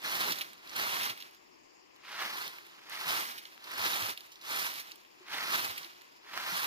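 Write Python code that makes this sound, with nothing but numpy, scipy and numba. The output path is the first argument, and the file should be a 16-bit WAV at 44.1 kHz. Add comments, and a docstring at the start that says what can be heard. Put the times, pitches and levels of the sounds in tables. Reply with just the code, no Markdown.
"""A faint yard murmur with two bands of insects, and at once a straw broom sweeping packed dirt.
The broom is to the right of a camera with two microphone ports: slips and twangs of straw tufts, split in bands.
Straws snap, tufts scuff, the ground thuds, and flung grit ticks after each lift: noise sprays and damped sines.
Walls scatter a short echo; murmur and insects are filtered noise that runs on through the pauses."""
import sys
import numpy as np
from scipy import signal
from scipy.fft import rfft, irfft, next_fast_len
from scipy.io import wavfile
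from scipy.ndimage import uniform_filter1d, map_coordinates
from numba import njit

SR = 44100
rng = np.random.default_rng(int(sys.argv[2]) if len(sys.argv) > 2 else 0)


def master(y):
    """Save y as 16-bit WAV."""
    cut = np.clip(np.atleast_2d(y).T, -1, 1)
    pcm = np.round(cut * 32767)  # scale
    wavfile.write(sys.argv[1], SR, pcm.astype(np.int16))


N = 293706  # samples


def undb(db):
    """Amplitude factor of a dB value."""
    return 10 ** (np.asarray(db) / 20)


def level(x, rms_db):
    """Scale to an RMS level, taken over all channels together."""
    return x * undb(rms_db) / np.sqrt(np.mean(x ** 2))


def decay(t_s, t60_s):
    """Exponential decay, 60 dB down after t60_s."""
    return np.exp(-np.log(1000) * t_s / t60_s)


def band(x, lo_hz, hi_hz):
    """Butterworth band-pass."""
    sos = signal.butter(2, [lo_hz, min(hi_hz, .45 * SR)], "band", fs=SR, output="sos")
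    return signal.sosfilt(sos, x)


def below(x, edge_hz):
    """Gentle low-pass without phase shift, so that x - below(x) is its exact complement."""
    size = next_fast_len(N)
    hz = np.arange(size // 2 + 1) * SR / size
    return irfft(rfft(x, size) / (1 + (hz / edge_hz) ** 4), size)[..., :N]


def colour(x, table, column):
    """Filter whose gain follows one dB column of a table, interpolated over log frequency."""
    size = next_fast_len(N)
    hz = np.maximum(np.arange(size // 2 + 1) * SR / size, 1)
    rows = np.array(table)
    gain_db = np.interp(np.log(hz), np.log(rows[:, 0]), rows[:, column])
    return irfft(rfft(x, size) * undb(gain_db), size)[:N]


def walk(rate_hz):
    """Random levels held 1 / rate_hz seconds and slewed twice."""
    hold = int(SR / rate_hz)
    steps = np.repeat(rng.standard_normal(N // hold + 1), hold)
    return 1.03 * uniform_filter1d(uniform_filter1d(steps, hold), hold)[:N]


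# yard murmur spectrum: freq_hz, left_db, right_db (relative)
YARD_SPECTRUM = [(30, -4, -18), (97, -12, -14), (242, -5, -12.5), (350, 5.5, -0.5), (453, -1, -7.5),
                 (1050, 3, -7), (1400, -11.5, -16), (2660, -4.5, -14.5), (3900, -20, -21), (6440, -35, -24),
                 (7200, -50, -55), (9300, -39, -25), (15500, -21, -50)]
# insect bands: low_hz, high_hz
INSECT_BANDS_HZ = [(4500, 5500), (6400, 7300)]
# insect levels, one row a band: left_db, right_db
INSECT_LEVELS_DB = [(-70, -69), (-78, -72)]
YARD_DB, YARD_OPPOSED = -60.5, 0.98  # RMS before wavering; share of opposed middle range


def yard():
    """Murmur with its middle range in opposite phase at the ports and a wavering low end; insects buzz above."""
    common = band(rng.standard_normal(N), 287, 2500)
    own = rng.standard_normal((2, N))
    opposed = np.array([common, -common])
    noise = own + YARD_OPPOSED * (opposed - band(own, 270, 1880))
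    murmur = np.array([colour(noise[k], YARD_SPECTRUM, k + 1) for k in range(2)])
    murmur = level(murmur, YARD_DB)
    low = below(murmur, 410)
    out = low * undb(1.5 * walk(12)) + (murmur - low) * undb(.8 * walk(3))
    for (lo_hz, hi_hz), port_db in zip(INSECT_BANDS_HZ, INSECT_LEVELS_DB):
        buzz = band(rng.standard_normal((2, N)), lo_hz, hi_hz) * undb(2.6 * walk(72))
        out = out + level(buzz, 0) * undb(port_db)[:, None]
    return out


# strokes, the head travelling rightwards: start_s, end_s, left_lag_start_ms, left_lag_end_ms,
# drag_db, hiss_db, grit_db (base levels re scrape: dull drag, straw hiss, fine grit)
STROKES = [(0.033, 0.442, .19, 0.28, -9.5, -0.27, 2), (0.717, 1.107, 0.21, .29, -13, -1.2, -1),
           (2.14, 2.42, 0.037, .22, -14, -0.52, 1), (2.936, 3.296, 0.11, 0.3, -14, -0.79, 1.5),
           (3.716, 4.106, .18, 0.27, -12.5, -0.52, 1.5), (4.473, 4.766, .2, 0.27, -14, 0.56, 3),
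           (5.373, 5.632, 0.088, 0.27, -13, 0.35, 1), (6.39, 6.58, 0.085, .23, -14.5, -1, 1.5)]
RETURN_S = .12  # head is back in place this long before it travels


def swing():
    """Left-port lag and colours over time: moved along each stroke, held after the lift, carried back."""
    start_s, end_s, first_ms, last_ms, *colours_db = np.transpose(STROKES)
    t = np.arange(N) / SR

    def path(*corners):
        return np.ravel(corners, order="F")[1:]

    knots_s = path(start_s - 2 * RETURN_S, start_s - RETURN_S, start_s, end_s)
    lag_ms = np.interp(t, knots_s, path(np.roll(last_ms, 1), first_ms, first_ms, last_ms))
    colours_db = [np.interp(t, knots_s, path(np.roll(c, 1), c, c, c)) for c in colours_db]
    return lag_ms, *colours_db


def ports(x, lag_ms):
    """The right port is nearer: the left one hears the same sound a little later."""
    return np.array([map_coordinates(x, [np.arange(N) - lag_ms * SR / 1000], order=3), x])


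@njit
def ring(starts, hz, cycles, size, n):
    """Each grain is a damped sine that falls to 1/e in the given number of cycles."""
    out = np.zeros(n + 4096)
    for k in range(len(starts)):
        turn = np.exp(complex(-hz[k] / cycles[k], 2 * np.pi * hz[k]) / SR)
        z = size[k] + 0j
        for i in range(min(4096, int(5 * cycles[k] / hz[k] * SR))):
            out[starts[k] + i] += z.imag
            z *= turn
    return out[:n]


def tuft(slips_per_s, scatter_db, judder_db, twangs_per_s, twang_db, cycles):
    """One tuft of straw: dense slips of uneven size in surges; single straws twang at their own pitch."""
    hits = rng.random(N) < slips_per_s / SR
    slips = hits * rng.standard_normal(N) * undb(scatter_db * rng.exponential(size=N))
    chance = rng.random((N // 20, 4))
    when, pitch, damp, size = chance[:int(min(twangs_per_s * N / SR, N // 20))].T
    hz = 500 * 24 ** pitch
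    # higher straws start stronger, so the twangs spread evenly over the spectrum
    sizes = undb(twang_db - 25.0 * size) * hz / 2000
    twangs = ring((when * N).astype(np.int64), hz, cycles * (.5 + damp), sizes, N)
    return (slips + twangs) * undb(judder_db * walk(70))


# scrape, one curve a stroke, touch to rustle after the lift: time_s, level_db
SCRAPE_CURVES = [
    [(0., -63), (.02, -55), (.05, -42.5), (.17, -37.5), (.3, -40), (.345, -45.5), (.42, -49.5),
     (.445, -53.5), (.57, -66)],
    [(.66, -58.5), (.745, -48.5), (.775, -37.5), (.95, -38.5), (1.02, -39.5), (1.11, -43.5), (1.145, -55.5),
     (1.26, -60), (1.47, -76.5)],
    [(1.84, -83), (2.02, -68), (2.05, -57.5), (2.12, -46.5), (2.22, -40), (2.35, -45.5), (2.43, -43.5),
     (2.52, -52.5), (2.62, -60), (2.72, -64)],
    [(2.8, -63), (2.88, -59.5), (2.925, -46), (3.06, -42), (3.085, -37.5), (3.2, -39.5), (3.3, -47),
     (3.33, -51), (3.41, -58), (3.6, -64.5)],
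    [(3.65, -54.5), (3.72, -48), (3.77, -45), (3.8, -40.5), (3.86, -35), (4., -38.5), (4.11, -43.5),
     (4.15, -56), (4.22, -60), (4.28, -63.5), (4.4, -68)],
    [(4.47, -45), (4.55, -40.5), (4.64, -38.5), (4.69, -43.5), (4.74, -47.5), (4.8, -50.5), (4.85, -59.5),
     (4.95, -65.5), (5.12, -75.5)],
    [(5.25, -67), (5.29, -54.5), (5.34, -43), (5.43, -40.5), (5.56, -37), (5.65, -41), (5.75, -51.5),
     (5.83, -53), (5.95, -65)],
    [(6.21, -71.5), (6.3, -54), (6.38, -42.5), (6.48, -40), (6.54, -39), (6.66, -39.5)],
]
# broom colour at each port: freq_hz, left_db, right_db (relative)
PORT_COLOURS = [(35, -32.6, -33.1), (100, -19.2, -21.9), (300, -12.3, -14.1), (600, -11.5, -9.4),
                (900, -6.5, -2.5), (1300, -2.0, 0.0), (2000, -2.7, -2.2), (2600, -4.4, -5.8),
                (3200, -4.6, -6.9), (4200, -9.8, -5.2), (6000, -15.7, -9.9), (7800, -28.3, -17.2),
                (10000, -23.2, -13.5), (15300, -17.4, -10.6)]
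# edges between drag, scrape, hiss and grit: edge_hz
SPLIT_HZ = (616, 2123, 6240)
TUFT_SPREAD_MS = 0.045
UNSHARED_DB = -5  # gain of the slips drawn apart for each port
FLICKER_DB = 0.44
SIDE_LAG_MS, FULL_DB = .25, -40  # lag and scrape level at which the stroke colours hold
# further right the sweeper hides less of the broom
DRAG_DB_PER_MS, HISS_DB_PER_MS, GRIT_DB_PER_MS = 13., 2.5, 42
# dB per dB of scrape level
DRAG_PER_DB, HISS_PER_DB, GRIT_PER_DB = -0.11, -0.12, 0.07


def broom(lag_ms, drag_db, hiss_db, grit_db, count=5):
    """Tufts lie side by side, each with its own lag; their rub splits into drag, scrape, hiss and grit."""
    scrape_db = np.interp(np.arange(N) / SR, *np.concatenate(SCRAPE_CURVES).T)
    right_ms = lag_ms - SIDE_LAG_MS
    touch_db = np.maximum(scrape_db - FULL_DB, -22)
    drag_db = drag_db + DRAG_DB_PER_MS * right_ms + DRAG_PER_DB * touch_db
    hiss_db = hiss_db + HISS_DB_PER_MS * right_ms + HISS_PER_DB * touch_db + FLICKER_DB * walk(23)
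    grit_db = grit_db + GRIT_DB_PER_MS * right_ms + GRIT_PER_DB * touch_db + FLICKER_DB * walk(22)

    places = np.linspace(-1, 1, count)
    rub = sum(ports(tuft(7000, 0.84, 4.0, 350, -8.0, 6.5), lag_ms + TUFT_SPREAD_MS * p) for p in places)
    apart = np.array([tuft(7000, 2.3, 1.74, 350, -4.0, 13.0) for _ in range(2)])
    rub = rub + undb(UNSHARED_DB) * (apart - below(apart, 210))
    rub = rub * undb(1.0 * walk(30))
    rub = np.array([colour(rub[k], PORT_COLOURS, k + 1) for k in range(2)])

    low, mid, top = (below(rub, hz) for hz in SPLIT_HZ)
    drag = level(low, 0) * undb(drag_db + 1.5 * walk(25))
    scrape = level(mid - low, 0) * undb(FLICKER_DB * walk(27))
    hiss = level(top - mid, 0) * undb(hiss_db)
    grit = level(rub - top, 0) * undb(grit_db)
    return (drag + scrape + hiss + grit) * undb(scrape_db)


BURST_PAN_DB = -3.5  # left re right


def bursts(table, lag_ms, rise_s, spread, crack):
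    """Short noise sprays: a band round the straw's ring and a treble edge, later at the left port."""
    out, t = np.zeros((2, N + SR)), np.arange(SR // 5) / SR
    for start_s, level_db, ring_hz, treble_db, t60_s in table:
        spray = rng.standard_normal(len(t)) * (1 - np.exp(-t / rise_s)) * decay(t, t60_s)
        spray[2] += crack  # single-sample impulse at the onset
        body = band(spray, ring_hz / spread, ring_hz * spread)
        body = body / np.abs(body).max()
        treble = band(spray, 4540, 20400)
        treble = treble * undb(treble_db) / np.abs(treble).max()
        right = int(start_s * SR)
        left = right + int(np.interp(start_s, np.arange(N) / SR, lag_ms) * SR / 1000)
        # the camera body shades the left port from the treble
        out[0, left:left + len(t)] += (body + undb(-6) * treble) * undb(level_db + BURST_PAN_DB / 2)
        out[1, right:right + len(t)] += (body + treble) * undb(level_db - BURST_PAN_DB / 2)
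    return out[:, :N]


SNAP_T60_S, SNAP_RISE_S, SNAP_SPREAD = 0.026, .0001, 1.44
SNAP_CRACK = 7.0  # the stalk breaks in one instant; re spray


def snap_bursts(rows, lag_ms):
    """Quick sprays that open with a crack."""
    rows = [(*row, SNAP_T60_S) for row in rows]
    return bursts(rows, lag_ms, SNAP_RISE_S, SNAP_SPREAD, SNAP_CRACK)


# straws snap and pebbles tick: start_s, level_db (body peak before pan), ring_hz, treble_db (re body peak)
SNAPS = [(0.0267, -53, 1900, -6), (0.3573, -30, 4120, 5), (0.4105, -22, 2950, -6),
         (0.5325, -37.5, 2740, 2.5), (0.6745, -37, 4200, 1), (.695, -30, 5150, -5), (0.737, -36, 3730, -10),
         (0.763, -23.5, 3460, 4), (1.0574, -39, 3410, 10), (1.2242, -30, 3680, -1), (1.3105, -50, 4660, 8),
         (1.962, -46, 2650, 0), (2.0373, -43, 1840, -9), (2.4784, -29, 4100, 4), (2.585, -33, 1790, -8),
         (2.666, -40, 2500, 1), (2.897, -40.5, 1550, 11), (3.4537, -31.5, 3180, -17),
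         (3.5454, -45, 3260, 4), (3.6415, -34, 3980, 1), (3.7158, -31, 1670, 3), (3.7793, -41, 4410, 15),
         (4.1752, -26.5, 3360, -0.5), (4.2066, -34.5, 4140, 2), (4.2614, -58, 3900, 17),
         (4.3572, -37.5, 4030, -5), (4.9124, -33.5, 2040, 0), (4.918, -30, 4300, -3),
         (4.9576, -43, 3700, 9), (5.0495, -45, 1980, -14), (5.284, -36.5, 1980, -18),
         (5.8315, -32, 3900, -6), (5.8458, -30.5, 3870, 0), (5.877, -56, 3810, 0), (6.0122, -41, 3700, -13),
         (6.0177, -42.5, 2400, 2)]


def snaps(lag_ms):
    """Single straws break and pebbles click at set moments."""
    return snap_bursts(SNAPS, lag_ms)


# tufts catch and scuff: start_s, level_db (body peak before pan), centre_hz, treble_db (re body peak), t60_s
SCUFFS = [(.0413, -37.5, 4000, -15, 0.41), (.3185, -20.5, 3580, 0.5, 0.068), (.385, -29, 3920, 2.5, 0.033),
          (.4131, -23.5, 3000, -3.5, 0.052), (1.0306, -25, 3770, 1, .081), (1.0944, -27, 3080, -5, 0.074),
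          (1.1742, -35, 2790, -2, 0.024), (1.201, -36, 3500, -2.5, 0.091), (1.3455, -49, 3730, 1, 0.036),
          (3.0772, -29, 3680, 2, 0.29), (3.3088, -37, 3620, -7, 0.072), (3.378, -31.5, 3450, -1, 0.081),
          (4.0923, -25.5, 3500, -12, 0.034), (4.3164, -40, 3970, -1.5, 0.14), (4.411, -40, 3720, -3, 0.06),
          (4.7956, -32.5, 3740, 2.5, .12), (5.7768, -26.5, 3020, -1, 0.045)]


def scuffs(lag_ms):
    """A tuft catches and scuffs for a moment: a softer onset and a wider band than a snap."""
    return bursts(SCUFFS, lag_ms, rise_s=.0012, spread=1.68, crack=0.42)


# thuds of broom head and sandals: start_s, level_db (peak before pan), pitch_hz, t60_s
BUMPS = [(0.05, -64, 262, .08), (1.099, -55, 113, 0.091), (3.061, -53, 158, 0.16), (3.791, -56.5, 99, 0.17),
         (4.019, -47.5, 106, 0.16), (4.615, -55.5, 178, 0.09), (5.205, -54.5, 363, .15),
         (5.69, -54.5, 94, 0.11), (5.847, -59, 338, 0.11), (6.523, -48, 182, 0.097)]


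def bumps():
    """Soft, short thuds of the ground: damped sines with a rounded onset."""
    out, t = np.zeros(N + SR), np.arange(SR // 3) / SR
    for start_s, level_db, pitch_hz, t60_s in BUMPS:
        thud = np.sin(2 * np.pi * pitch_hz * t) * (1 - np.exp(-t / 0.0044)) * decay(t, t60_s)
        i = int(start_s * SR)
        out[i:i + len(t)] += undb(level_db) * thud / np.abs(thud).max()
    return out[:N] * undb([[1.5], [-1.5]])


TICK_DB, TICK_SCATTER_DB, TICK_HZ, TICKS_LAST_S = -53, 1.5, 3280, 0.29  # scatter only adds to TICK_DB


def ticks(lag_ms, count=4):
    """Flung grit drops after each lift at chance moments, sprayed like the snaps."""
    when, size, pitch = rng.random((count * len(STROKES), 3)).T
    lifts_s = np.repeat(np.transpose(STROKES)[1], count)
    start_s = np.minimum(lifts_s + TICKS_LAST_S * when, N / SR)
    level_db = TICK_DB - TICK_SCATTER_DB * np.log(1 - size)
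    ring_hz = TICK_HZ * 2 ** (pitch - .5)
    treble_db = np.full(len(when), -3.)
    return snap_bursts(list(zip(start_s, level_db, ring_hz, treble_db)), lag_ms)


# waves bend round the camera body: freq_hz, left_lag_rad
BEND = [(100, .33), (300, .074), (500, 1), (800, .66), (1200, .51), (1700, .41), (2200, .091),
        (3000, -.059), (4500, .73)]


def bend(x):
    """Phase lag by frequency, no change of gain."""
    size = next_fast_len(N)
    hz = np.arange(size // 2 + 1) * SR / size
    lag_rad = np.interp(hz, *np.transpose(BEND))
    return irfft(rfft(x, size) * np.exp(-1j * lag_rad), size)[:N]


HUT_DB, HUT_T60_S = -12, .12


def hut(x):
    """Wooden walls and the bank behind scatter a short, different echo to each port."""
    t = np.arange(SR // 4) / SR
    echo = rng.standard_normal((2, len(t))) * decay(t, HUT_T60_S)
    echo *= undb(HUT_DB) / np.sqrt(np.sum(echo ** 2, axis=1, keepdims=True))
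    return signal.fftconvolve(band(x, 310, 9200)[None], echo, axes=1)[:, :N]


def scene():
    """Broom and its bursts, bent at the left port; thuds, echo and yard added."""
    lag_ms, *colours_db = swing()
    near = broom(lag_ms, *colours_db) + snaps(lag_ms) + scuffs(lag_ms) + ticks(lag_ms)
    near = np.array([bend(near[0]), near[1]]) + bumps()
    return near + hut(near.mean(axis=0)) + yard()


TOP_HZ = 15450


def record(dry):
    """The microphones roll off the deep bass; the recorder cuts the top steeply."""
    dry = signal.sosfilt(signal.butter(1, 60, "high", fs=SR, output="sos"), dry)
    return signal.sosfilt(signal.ellip(12, .3, 70, TOP_HZ, fs=SR, output="sos"), dry)


dry = scene()
out = record(dry)
master(out)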